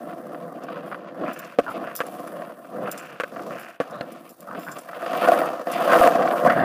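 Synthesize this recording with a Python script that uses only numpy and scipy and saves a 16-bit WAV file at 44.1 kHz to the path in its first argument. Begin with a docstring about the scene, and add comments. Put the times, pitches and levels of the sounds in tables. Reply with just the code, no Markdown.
"""Coarse asphalt outdoors, heard from just above the deck of a rolling skateboard.
Random stone impacts drive deck resonances; four nose lifts add rear-wheel rasp and front-wheel knocks.
Filtered sparse grains make sand, grit and pebbles; decaying modes and short shocks make knocks and jolts.
Sideways wheel scrubs come throughout; late on, loud jolts over rougher ground. Behind, a faint noise wash of air."""
import sys
import numpy as np
from scipy import signal
from scipy.io import wavfile
from scipy.ndimage import uniform_filter1d, minimum_filter1d, map_coordinates

SR = 44100
rng = np.random.default_rng(int(sys.argv[2]) if len(sys.argv) > 2 else 0)


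def to_wav(sig):
    """Store sig (one row per channel, or 1-D mono) as 16-bit WAV at the path in sys.argv[1].

    Samples outside -1..1 are clipped; the rate is SR.
    """
    pcm = np.clip(np.atleast_2d(sig), -1, 1) * 32767
    pcm = np.round(pcm).astype(np.int16)
    wavfile.write(sys.argv[1], SR, pcm.T)  # frames by channels


N = 292813
TIME = np.arange(N) / SR
HZ = np.fft.rfftfreq(4096, 1 / SR) + 1  # offset keeps log(0) away
EDGE_HZ = 15450

# Fine sand under the wheels: t/s, nominal level/dB, tilt to the finest fizz/dB
SAND_FIZZ = [(0, -58.5, 3), (0.9, -63, 0.5), (1.08, -68.5, -0.5), (1.33, -55, -1), (1.9, -58, 1),
             (2.12, -51.5, 2), (2.6, -62, 4), (3.0, -53, 0), (3.2, -60, 0), (3.48, -52.5, -1),
             (4.05, -60.5, 0.5), (4.3, -59, 3), (4.95, -55, 0.5), (5.32, -39.5, 2), (5.6, -54, 0),
             (6.02, -32.5, 2), (6.2, -48, -1.5), (6.48, -43.5, 2), (6.64, -53.5, 2.5)]
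# Hiss spectrum of fine sand: f/Hz, level/dB
SAND_HISS = [(2500, -12), (3800, 1.5), (4900, 3.5), (6300, 4.5), (8000, 6.5), (9800, 4.5), (11000, 2),
             (12300, 2), (14500, -3), (16000, 9)]
# Grit bursting under a wheel: t/s, nominal level/dB, length/s, brightest f/Hz
GRIT_BURSTS = [(0.635, -55, 0.014, 5700), (0.86, -61.5, 0.12, 11800), (1.332, -46.5, 0.02, 14500),
               (1.39, -40, 0.017, 15400), (1.447, -52, 0.0074, 6670), (1.701, -52, 0.041, 12800),
               (1.952, -36.5, 0.02, 13000), (1.9625, -27.5, 0.003, 12400), (1.968, -38, 0.034, 13800),
               (2.066, -47, 0.013, 10400), (2.272, -50, 0.015, 10200), (2.19, -67, 0.58, 10700),
               (2.914, -34.5, 0.021, 14500), (2.977, -43, 0.021, 7560), (2.998, -49, .014, 7500),
               (3.059, -52, 0.0066, 14000), (3.595, -50, 0.042, 12600), (3.908, -48.5, 0.0064, 5650),
               (4.118, -50, 0.018, 11800), (4.292, -50.5, 0.033, 12200), (4.406, -47, 0.009, 14200),
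               (4.59, -52, 0.29, 13700), (4.716, -44.5, 0.023, 7150), (4.785, -45.5, 0.016, 8240),
               (4.809, -55, .02, 10000), (5.171, -38.5, 0.01, 13900), (5.716, -40, 0.034, 9900)]
# Small steel wheel parts rung by grit: f/Hz, width/Hz, nominal level/dB
STEEL_MODES = [(3500, 240, 4.5), (5140, 400, 4.5), (5860, 230, 6), (7320, 340, 7.5), (9120, 220, 4.5),
               (10350, 420, 4), (12120, 350, -0.5), (12400, 480, -12.5), (14500, 940, -0.5)]
# Pebbles ticking against a wheel: t/s, peak level/dB, ring f/Hz
PEBBLE_TICKS = [(0.1282, -30, 1520), (0.3465, -27, 1500), (0.6856, -25, 1400), (0.7688, -26.5, 1330),
                (0.9152, -23, 1340), (0.9257, -22, 1530), (0.9454, -22.5, 1710), (1.2368, -20.5, 1190),
                (1.293, -21, 1400), (1.8752, -27.5, 1410), (1.9133, -26.5, 1500), (1.991, -25.5, 1460),
                (2.647, -34.5, 1430), (2.2765, -27, 1680), (2.8749, -19.5, 1480), (3.3628, -24.5, 1380),
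                (3.3946, -25.5, 1420), (3.508, -23, 1480), (4.511, -26.5, 1330), (4.5497, -24, 1772),
                (4.6853, -23.5, 1580), (4.8893, -27, 1300), (4.9317, -25, 1300), (5.2435, -16, 1300),
                (5.434, -18.5, 1400), (5.4757, -21.5, 1980), (5.811, -17, 1360), (5.895, -11, 1300),
                (5.933, -0.5, 1320), (6.0373, -7, 1900), (6.2109, -19, 1330), (6.222, -18, 2100),
                (6.276, -15, 2160), (6.3113, -16.5, 2340), (6.4997, -8, 1870)]
# Deep thumps of the hardest blows: t/s, level/dB, length/s
BLOW_THUMPS = [(1.608, -49, 0.014), (3.837, -65, 0.0055), (5.268, -57, 0.018), (6.004, -37, 0.014),
               (6.035, -40, 0.029), (6.444, -50, .04)]
# Wheels striking large stones: t/s, thud level/dB, crack level/dB
STONE_JOLTS = [(1.280, -36, -39.5), (1.873, -38, -42), (2.42, -40, -47), (4.892, -46.5, -46.5),
               (5.027, -36.5, -43), (5.062, -36, -38.5), (5.133, -30, -35), (5.275, -24, -45),
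               (5.286, -13.5, -26), (5.319, -18, -32), (5.416, -26.5, -35), (5.671, -30.5, -41.5),
               (5.703, -35, -56), (5.876, -26, -38), (5.933, -15.5, -27), (5.954, -19.5, -43),
               (5.963, -25, -31), (6.013, -8, -47), (6.041, -13, -26), (6.062, -19.5, -31.5),
               (6.075, -13, -22), (6.156, -29, -34.5), (6.193, -23, -44), (6.227, -29, -33),
               (6.336, -27, -53), (6.462, -17, -32), (6.473, -22.5, -31)]
# Wheels scrubbing sideways: t/s, ring level/dB, length/s, judder re ring/dB, ring f/Hz, start pitch/ring pitch
WHEEL_SCRUBS = [(1.258, -43.5, 0.048, -15, 2650, 0.84), (1.664, -31.5, 0.061, -17, 1250, 1.23),
                (3.359, -47.5, 0.07, -1, 1440, 1.3), (3.902, -43.5, 0.13, -4, 1320, 1.04),
                (3.926, -55, 0.092, -18, 3920, .95), (4.0092, -33, 0.0041, -16, 4160, 0.95),
                (4.475, -38.5, 0.088, -27, 1400, .9), (4.664, -37, 0.075, -7.5, 1510, 1.05),
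                (6.473, -22, 0.065, -7.5, 1940, 0.72), (6.553, -28, 0.2, -0.5, 1760, 0.93)]
# Wheels knocking down: t/s, thud level/dB, clack level/dB, first rebound gap/s, bass from rider's weight/dB
WHEEL_KNOCKS = [(1.5875, -16.5, -32, 0.004, -5), (2.0044, -31, -30, .0061, -7),
                (3.2, -33.5, -31, 0.0062, -23), (3.2358, -34, -35, 0.0019, -6.5),
                (3.802, -25, -35, .0062, -1.5), (4.010, -35.5, -42, 0.0014, 11.5)]
# Deck ringing freely at a landing: f/Hz, level/dB, t60/s
LANDING_MODES = [(159, -17, 0.099), (290, -1.5, 0.059), (520, 7, 0.036), (565, 7, 0.039), (681, -2.5, 0.06),
                 (1120, -2, 0.036), (1360, -11, 0.054), (1520, -8, .036), (1676, -16.5, 0.037),
                 (2040, -32, 0.036)]
# Nose lifts, board pivots on rear wheels: lift t/s, landing t/s, roll-on t/s, fade by landing/dB, rasp level/dB
NOSE_LIFTS = [(1.304, 1.582, 1.74, -9, -42), (1.886, 2.014, 2.035, -7.5, -42.5),
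              (2.896, 3.221, 3.31, -7.5, -41.5), (3.563, 3.814, 4.3, -13.5, -41.5)]
# Rear truck: f/Hz, width/Hz, level/dB
TRUCK_MODES = [(1480, 760, 3), (2595, 700, -3.5)]
# Deck and trucks: f/Hz, width/Hz, level/dB
DECK_MODES = [(190.6, 38, -19), (275, 157, -5.5), (336, 27.6, -5.5), (510.2, 68.5, 1), (590, 58, 4.5),
              (689.3, 107, 9), (1099, 287, -3.5), (1213, 21, -1.5), (1304, 82, -7), (1432, 405, -9.5),
              (1805, 245, -17.5), (2050, 270, -24), (2325, 34, -21.5), (2564, 1000, -28.5),
              (3320, 1150, -37.5), (4860, 810, -30)]
# Road drumming on the wheels, from speed and coarseness: t/s, base drive level/dB
ROAD_DRIVE = [(0, -39.5), (0.75, -38), (1.12, -42), (1.7, -34.5), (2.1, -39), (2.42, -37.5), (2.68, -50.5),
              (2.95, -38), (3.5, -40.5), (3.99, -41.5), (4.25, -44.5), (4.5, -46), (4.86, -40),
              (5.33, -19.5), (5.57, -32), (5.7, -31), (5.98, -17), (6.35, -24.5), (6.64, -23.5)]
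# Sharpness of the stones: t/s, base crunch re drive/dB
STONE_CRUNCH = [(0, -15), (0.55, -16), (0.7, -10), (0.95, -11.5), (1.12, -12), (2.2, -12.5), (2.75, -11.5),
                (4.1, -14), (4.7, -7.5), (4.9, -8.5), (5.3, -9.5), (5.55, -14.5), (5.72, -8.5),
                (5.85, -9.5), (6.05, -9), (6.18, -16), (6.48, -12.5), (6.56, -13)]
# Weight on the wheels: t/s, base bass re drive/dB
WHEEL_WEIGHT = [(0, -1), (1.1, -1.5), (1.78, -1.5), (2.0, -2.5), (2.6, -3.5), (3.5, -2), (3.95, -10),
                (4.12, 0), (4.62, -0.5), (5.0, -10), (6.0, -8), (6.35, -9.5), (6.6, -5.5)]
# Rider leans on the board or eases off: t/s, extra drive/dB, half length/s
RIDER_PRESSES = [(1.244, 9, 0.078), (1.778, 1.5, 0.047), (2.79, 13, 0.11), (3.526, 4, 0.13),
                 (3.995, 11.5, 0.21), (4.359, -18, 0.041), (4.568, 7, 0.059), (4.777, 11, 0.02),
                 (4.833, -7, 0.14), (5.651, -11, 0.013), (6.47, 7, 0.038)]

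PRESS_BASS_DB_PER_DB, PRESS_CRUNCH_DB_PER_DB = 0.14, -0.32  # only when leaning on
RATTLE_DB_PER_DB, CRUISE_DB = 0.0189, -46  # middle modes' gain over the body, per dB of drive over cruise
PATCH_DB, RATTLE_PATCH_DB = 0.86, 2  # asphalt patches vary drive and middle-mode rattle
SHIFT_S, UNLOAD_DB, SETTLE_DB = 0.0035, -3.5, -8.5  # weight shift; first drive drop; drive until roll-on
CRUNCH_KEPT = 0.71  # share of the lift fade that crunch escapes
STALL_S, STALL_DB = 0.056, -13.5  # rear wheels almost stop before landing; dB is for the deepest lift
RASP_LEAD_S, RASP_RISE_S, RASP_FADE_DB = 0.052, 0.01, -6.5  # catches before the lift, weakens as the turn slows
REBOUND_KEPT, REBOUND_SOONER = .55, .68  # force and gap ratio, each rebound to the one before
RATTLE_DB = -1.5  # loose truck rattle re clack
JOLT_CHATTER_S, PEBBLE_S = 0.0051, 0.0091  # wheel chatter after a stone; pebble slipping out
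CRUMBLE_DB, FLUTTER_DB = -2.5, -2  # grit: toneless share, unevenness
ECHO_S, ECHO_SWAY_S, ECHO_DB = 0.002348, 0.00038, -11.5  # asphalt reflection: delay, rms sway, level


def amp(db):
    """Decibels to gain."""
    return 10 ** (np.asarray(db) / 20)


def unit(x):
    """Scales to rms 1."""
    return x / np.sqrt(np.mean(x ** 2) + 1e-20)


def steady(x, size=3500):
    """Rms near 1 over every short stretch, keeping the fast grain."""
    power = uniform_filter1d(uniform_filter1d(x ** 2, size), size // 2)
    return x / np.sqrt(abs(power) + 1e-20)


def curve(rows):
    """Every value column of a table, joined by straight lines in time."""
    s, *columns = np.transpose(rows)
    return [np.interp(TIME, s, c) for c in columns]


def shape(points):
    """Gain of a (Hz, dB) spectrum, interpolated over log frequency."""
    hz, db = np.transpose(points)
    return amp(np.interp(np.log(HZ), np.log(hz), db))


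def modes(rows):
    """Gain of steep-sided resonances, summed in power."""
    return np.sqrt(sum((amp(db) / (1 + (2 * (HZ - hz) / width) ** 2)) ** 2 for hz, width, db in rows))


def below(hz, order):
    """Gain of a low-pass."""
    return 1 / np.sqrt(1 + (HZ / hz) ** (2 * order))


def above(hz, order):
    """Gain of a high-pass."""
    return 1 / np.sqrt(1 + (hz / HZ) ** (2 * order))


def ring(x, gain):
    """Causal minimum-phase filter, peak gain 1: rings only after each blow."""
    log_gain = np.log(np.maximum(gain / gain.max(), 1e-5))
    circle = np.concatenate([log_gain, log_gain[-2:0:-1]])
    taps = np.fft.ifft(np.exp(np.conj(signal.hilbert(circle)))).real[:len(HZ)]
    return signal.oaconvolve(x, taps)[:len(x)]


def add(mix, s, sound):
    """Mixes a sound in at time s."""
    part = mix[max(round(s * SR), 0):][:len(sound)]
    part += sound[:len(part)]


def stones(per_s, spread_db, size=N):
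    """Random contacts of either sign; a positive spread makes a few large, a negative one a few small."""
    force = amp(spread_db * np.minimum(rng.exponential(1, size), 4))
    return unit(force * rng.choice([-1, 1], size) * (rng.random(size) < per_s / SR))


def clumps(spread_db, size, count=N):
    """Uneven gain: grains come in clusters about size samples long."""
    return amp(spread_db * np.tanh(unit(uniform_filter1d(rng.standard_normal(count), size))))


def drift():
    """Slow chance, rms 1, 2 to 16 Hz: the ground changes under the wheels."""
    coarse = TIME[::100]
    waves = sum(np.sin(2 * np.pi * (hz * coarse + rng.random())) for hz in np.geomspace(2, 16, num=12))
    return unit(np.interp(TIME, coarse, waves))


def strike(length_s, chatter, size):
    """Force of a blow: a first contact plus brief random chatter."""
    t = np.arange(size) / SR
    hits = rng.random(size) < 4000 / SR
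    contacts = rng.standard_normal(size) * hits * np.exp(-(t / length_s) ** 4)
    return (t == 0) + chatter * contacts / (np.linalg.norm(contacts) + 1e-9)


def lifts():
    """Weight leaves the front wheels, the rear ones stall, the nose lands: fade and stall in dB."""
    fade = stall = np.zeros(N)
    deepest_db = min(row[3] for row in NOSE_LIFTS)
    for up, down, rolls, fade_db, _ in NOSE_LIFTS:
        landed = down + SHIFT_S
        fade_s = [up, up + SHIFT_S, down, landed, max(rolls - SHIFT_S / 2, landed), rolls + SHIFT_S]
        fade = fade + np.interp(TIME, fade_s, [0, UNLOAD_DB, fade_db, SETTLE_DB, SETTLE_DB, 0])
        stall_db = STALL_DB * (fade_db / deepest_db) ** 2  # deeper fade, fuller stop
        stall_s = [down - 2 * STALL_S, down - STALL_S / 2, down, landed]
        stall = stall + np.interp(TIME, stall_s, [0, stall_db, stall_db, 0])
    return fade, stall


def ride():
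    """The rider's moves set the drive, and the bass and crunch over it, all in dB."""
    road_db = curve(ROAD_DRIVE)[0]
    fade, stall = lifts()
    press = sum(db * np.exp(-((TIME - s) / length) ** 2) for s, db, length in RIDER_PRESSES)
    lean = np.maximum(press, 0)
    drive_db = road_db + press + fade + stall + PATCH_DB * drift()
    weight_db = curve(WHEEL_WEIGHT)[0] + PRESS_BASS_DB_PER_DB * lean
    crunch_db = curve(STONE_CRUNCH)[0] + PRESS_CRUNCH_DB_PER_DB * lean - CRUNCH_KEPT * fade
    return drive_db, weight_db, crunch_db


def outdoors():
    """Faint, distant wash of open air: band-passed noise."""
    return amp(-64.5) * unit(ring(rng.standard_normal(N), above(89, order=3) * below(1270, order=3)))


def sand(roll, size=130):
    """Fine sand fizzes, most strongly as sharp stones bite into the wheels; its colour drifts."""
    bite = ring(roll, above(1300, order=3))
    press = steady(np.sqrt(abs(uniform_filter1d(bite ** 2, size))))
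    level_db, tilt_db = curve(SAND_FIZZ)
    tilt = amp(tilt_db + drift())
    hiss = shape(SAND_HISS)
    coarse_grains = stones(per_s=8600, spread_db=2.5) * (0.19 + press)
    coarse = ring(coarse_grains, hiss * below(6300, order=5))
    fine_grains = stones(per_s=6400, spread_db=3.0) * (0.46 + press) * clumps(1.7, size=400)
    fine = ring(fine_grains, hiss * above(10160, order=5))
    stall_db = lifts()[1]
    fizz = amp(-6.5) * steady(coarse) / tilt + amp(3.0) * steady(fine) * tilt
    return amp(level_db + stall_db) * fizz


def grit(size=11000):
    """A crushed grain snaps, then crumbles in fluttering clicks that ring the steel, each time differently."""
    out, t = np.zeros(N), np.arange(size) / SR
    for s, db, length, hz in GRIT_BURSTS:
        struck = [(f, width, mode_db + rng.uniform(-6, 6)) for f, width, mode_db in STEEL_MODES]
        steel = modes(struck) + amp(CRUMBLE_DB) * above(3500, order=4)
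        flutter = clumps(FLUTTER_DB, size=130, count=size)
        clicks = stones(per_s=3100, spread_db=-3.5, size=size) * flutter
        crumbs = unit(ring(clicks, steel * (1 + modes([(hz, 3000, 9)]))))
        fade = np.exp(-t / length / 2 - (t / length) ** 4)
        snap = 1 + 0.67 * np.exp(-t / 0.0078)
        add(out, s, amp(db) * crumbs * fade * snap)
    return out


def pebbles(size=1500):
    """A loose pebble ticks against a wheel and rings the deck's upper modes around its own pitch."""
    out, deck = np.zeros(N), modes(DECK_MODES)
    for s, db, hz in PEBBLE_TICKS:
        force = strike(PEBBLE_S, chatter=1.0, size=size)
        tick = ring(force, deck * above(0.84 * hz, order=3) * below(3840, order=6))
        add(out, s, amp(db) * tick / abs(tick).max())
    return out


def thumps(size=6000):
    """The hardest blows shake the microphone: short, deep, low-passed noise."""
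    out, t = np.zeros(N), np.arange(size) / SR
    for s, db, length in BLOW_THUMPS:
        add(out, s, amp(db) * np.exp(-(t / length) ** 2))
    return out * steady(ring(rng.standard_normal(N), below(130, order=2)))


def jolts(size=3000):
    """A large stone thuds through the deck and cracks its upper modes; harder thuds crush more sand."""
    out, deck = np.zeros(N), modes(DECK_MODES)
    low = deck * above(264, order=3) * below(1320, order=2)
    high = deck * above(1450, order=4) * below(3500, order=3)
    for s, thud_db, crack_db in STONE_JOLTS:
        force = strike(JOLT_CHATTER_S, chatter=1.0, size=size)
        crushed = amp(-42.5 + thud_db / 2) * shape(SAND_HISS)
        thud = unit(ring(force, low))
        crack = unit(ring(force, high + crushed))
        add(out, s, amp(thud_db) * thud + amp(crack_db) * crack)
    return out


def scrub(size=12000):
    """Urethane sticks and slips as the board turns: a hoarse, gliding double ring and a low judder."""
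    out, t = np.zeros(N), np.arange(size) / SR
    for s, db, length, judder_db, hz, start in WHEEL_SCRUBS:
        slips = stones(per_s=2100, spread_db=4.5, size=size)
        double_ring = modes([(hz * 0.65, hz * 0.39, -5), (hz, hz * 0.2, 0)])
        squeal = unit(ring(slips, double_ring * below(1.37 * hz, order=10)))
        pitch = 1 + (start - 1) * np.exp(-2 * t / length)
        squeal = map_coordinates(squeal, [np.cumsum(pitch)])  # variable-rate read glides the pitch
        judder = unit(ring(slips, above(142, order=4) * below(263, order=3)))
        envelope = np.minimum(t / .001, 1) * np.exp(-(t / length) ** 4)
        add(out, s, amp(db) * (squeal + amp(judder_db) * judder) * envelope)
    return out


def knocks(size=3000):
    """A landing and its quick rebounds ring the deck's wooden modes; the truck rattles with it."""
    out, t, deck = np.zeros(N), np.arange(size) / SR, modes(DECK_MODES)
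    rings = [(hz, amp(db - 60 * t / t60) * np.sin(2 * np.pi * hz * t)) for hz, db, t60 in LANDING_MODES]
    bands_hz = [(0, 400), (400, 1230), (1000, SR)]
    bass, wood, upper = (sum(r for hz, r in rings if low < hz < high) for low, high in bands_hz)
    truck = (0.41 * modes(TRUCK_MODES) + 3 * deck) * below(3500, order=8)
    truck = (truck + amp(-34.5) * shape(SAND_HISS)) * above(1350, order=5)
    for s, thud_db, clack_db, gap, bass_db in WHEEL_KNOCKS:
        force, at = np.zeros(size), 0
        for bounce in range(4):
            add(force, at, np.array([REBOUND_KEPT ** bounce]))
            at += gap * REBOUND_SOONER ** bounce
        thud = np.convolve(force, wood + amp(bass_db) * bass)[:size]
        thud = unit(ring(thud, above(195, order=2)))
        clack = unit(ring(np.convolve(force, upper)[:size], above(1280, order=2)))
        rattle = unit(ring(strike(at + 0.0054, chatter=2.0, size=size), truck))
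        add(out, s, amp(thud_db) * thud + amp(clack_db) * unit(clack + amp(RATTLE_DB) * rattle))
    return out


def rasp():
    """In each pivot the rear wheels slip over the stones in coarse jerks that ring the truck."""
    level = np.zeros(N)
    for up, down, _, _, rasp_db in NOSE_LIFTS:
        caught = up - RASP_LEAD_S
        gate = np.interp(TIME, [caught, caught + RASP_RISE_S, down - STALL_S, down], [0, 1, 1, 0])
        turned = np.clip((TIME - up) / (down - up), 0, 1)
        level += gate * amp(rasp_db + RASP_FADE_DB * turned)
    stall_db = lifts()[1]
    jerks = stones(per_s=770, spread_db=2.0) * clumps(5.0, size=300)
    truck = modes(TRUCK_MODES) * above(400, order=2) * below(3500, order=6)
    return level * amp(stall_db) * steady(ring(jerks, truck))


def rolling():
    """Stones drum on the wheels; weight brings out the deck's bass, sharp stones its upper modes."""
    drive_db, weight_db, crunch_db = ride()
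    clusters = clumps(2.7, size=240)  # shared by every band
    deck = modes(DECK_MODES)
    road = unit(stones(per_s=560, spread_db=1.5) * np.sqrt(clusters))
    edges = unit(stones(per_s=800, spread_db=3.0) * clusters)  # small sharp stones: upper modes only

    def band(force, low_hz, high_hz):
        """The deck's answer between two frequencies."""
        return ring(force, deck * above(low_hz, order=8) * below(high_hz, order=8))

    # Lightly loaded, the higher modes of bass and body ring out
    free = amp(-.5 * (weight_db + 1.0) + 0.77 * drift())
    bass = steady(band(road, 148.4, 195.5) + free * band(road, 209, 391))
    body = steady(band(road, 449, 581) + free * band(road, 618, 946))

    sharp = amp(0.59 * (crunch_db + 5.0))  # crunching shifts the ring upwards
    rattle_high = sharp * amp(2 * drift()) * band(road + edges, 1290, 1833)
    rattle = steady(band(road + edges, 1000, 1245) + rattle_high)
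    crunch_high = sharp * amp(2.2 * drift()) * band(0.81 * road + edges, 2030, 4030)
    crunch = steady(band(1.12 * road + edges, 1625, 2263) + crunch_high)

    rattle_db = 0.74 * crunch_db + 3.0  # middle modes follow crunch only in part
    rattle_db = rattle_db + RATTLE_DB_PER_DB * (drive_db - CRUISE_DB) + RATTLE_PATCH_DB * drift()
    lower = amp(1.4) * body + amp(weight_db) * bass
    higher = amp(rattle_db) * rattle + amp(crunch_db + 2.5) * crunch
    return amp(drive_db) * (lower + higher)


def ground_echo(x):
    """Asphalt reflects the roll; board sway varies the delay, so the resonances seem to slide."""
    sway = unit(uniform_filter1d(drift(), size=12000))
    echo = np.interp(TIME - ECHO_S - ECHO_SWAY_S * sway, TIME, x)
    return (x + amp(ECHO_DB) * echo) / np.hypot(1, amp(ECHO_DB))


def scene():
    """Air, ground and board, in one channel."""
    roll = ground_echo(rolling())
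    ground = outdoors() + sand(roll) + grit() + pebbles()
    blows = thumps() + jolts() + scrub() + knocks()
    return (ground + blows + rasp() + roll)[None]


def record(dry, size=180):
    """A fast limiter holds the loudest jolts under the ceiling; then the band limit."""
    ceiling = .71
    allowed = np.minimum(ceiling / (abs(dry[0]) + 1e-9), 1)
    limited = dry * uniform_filter1d(minimum_filter1d(allowed, size), size)
    lowpass = signal.firwin(511, EDGE_HZ, window=("kaiser", 8), fs=SR)
    return signal.oaconvolve(limited, lowpass[None], "same")


dry = scene()
out = record(dry)
to_wav(out)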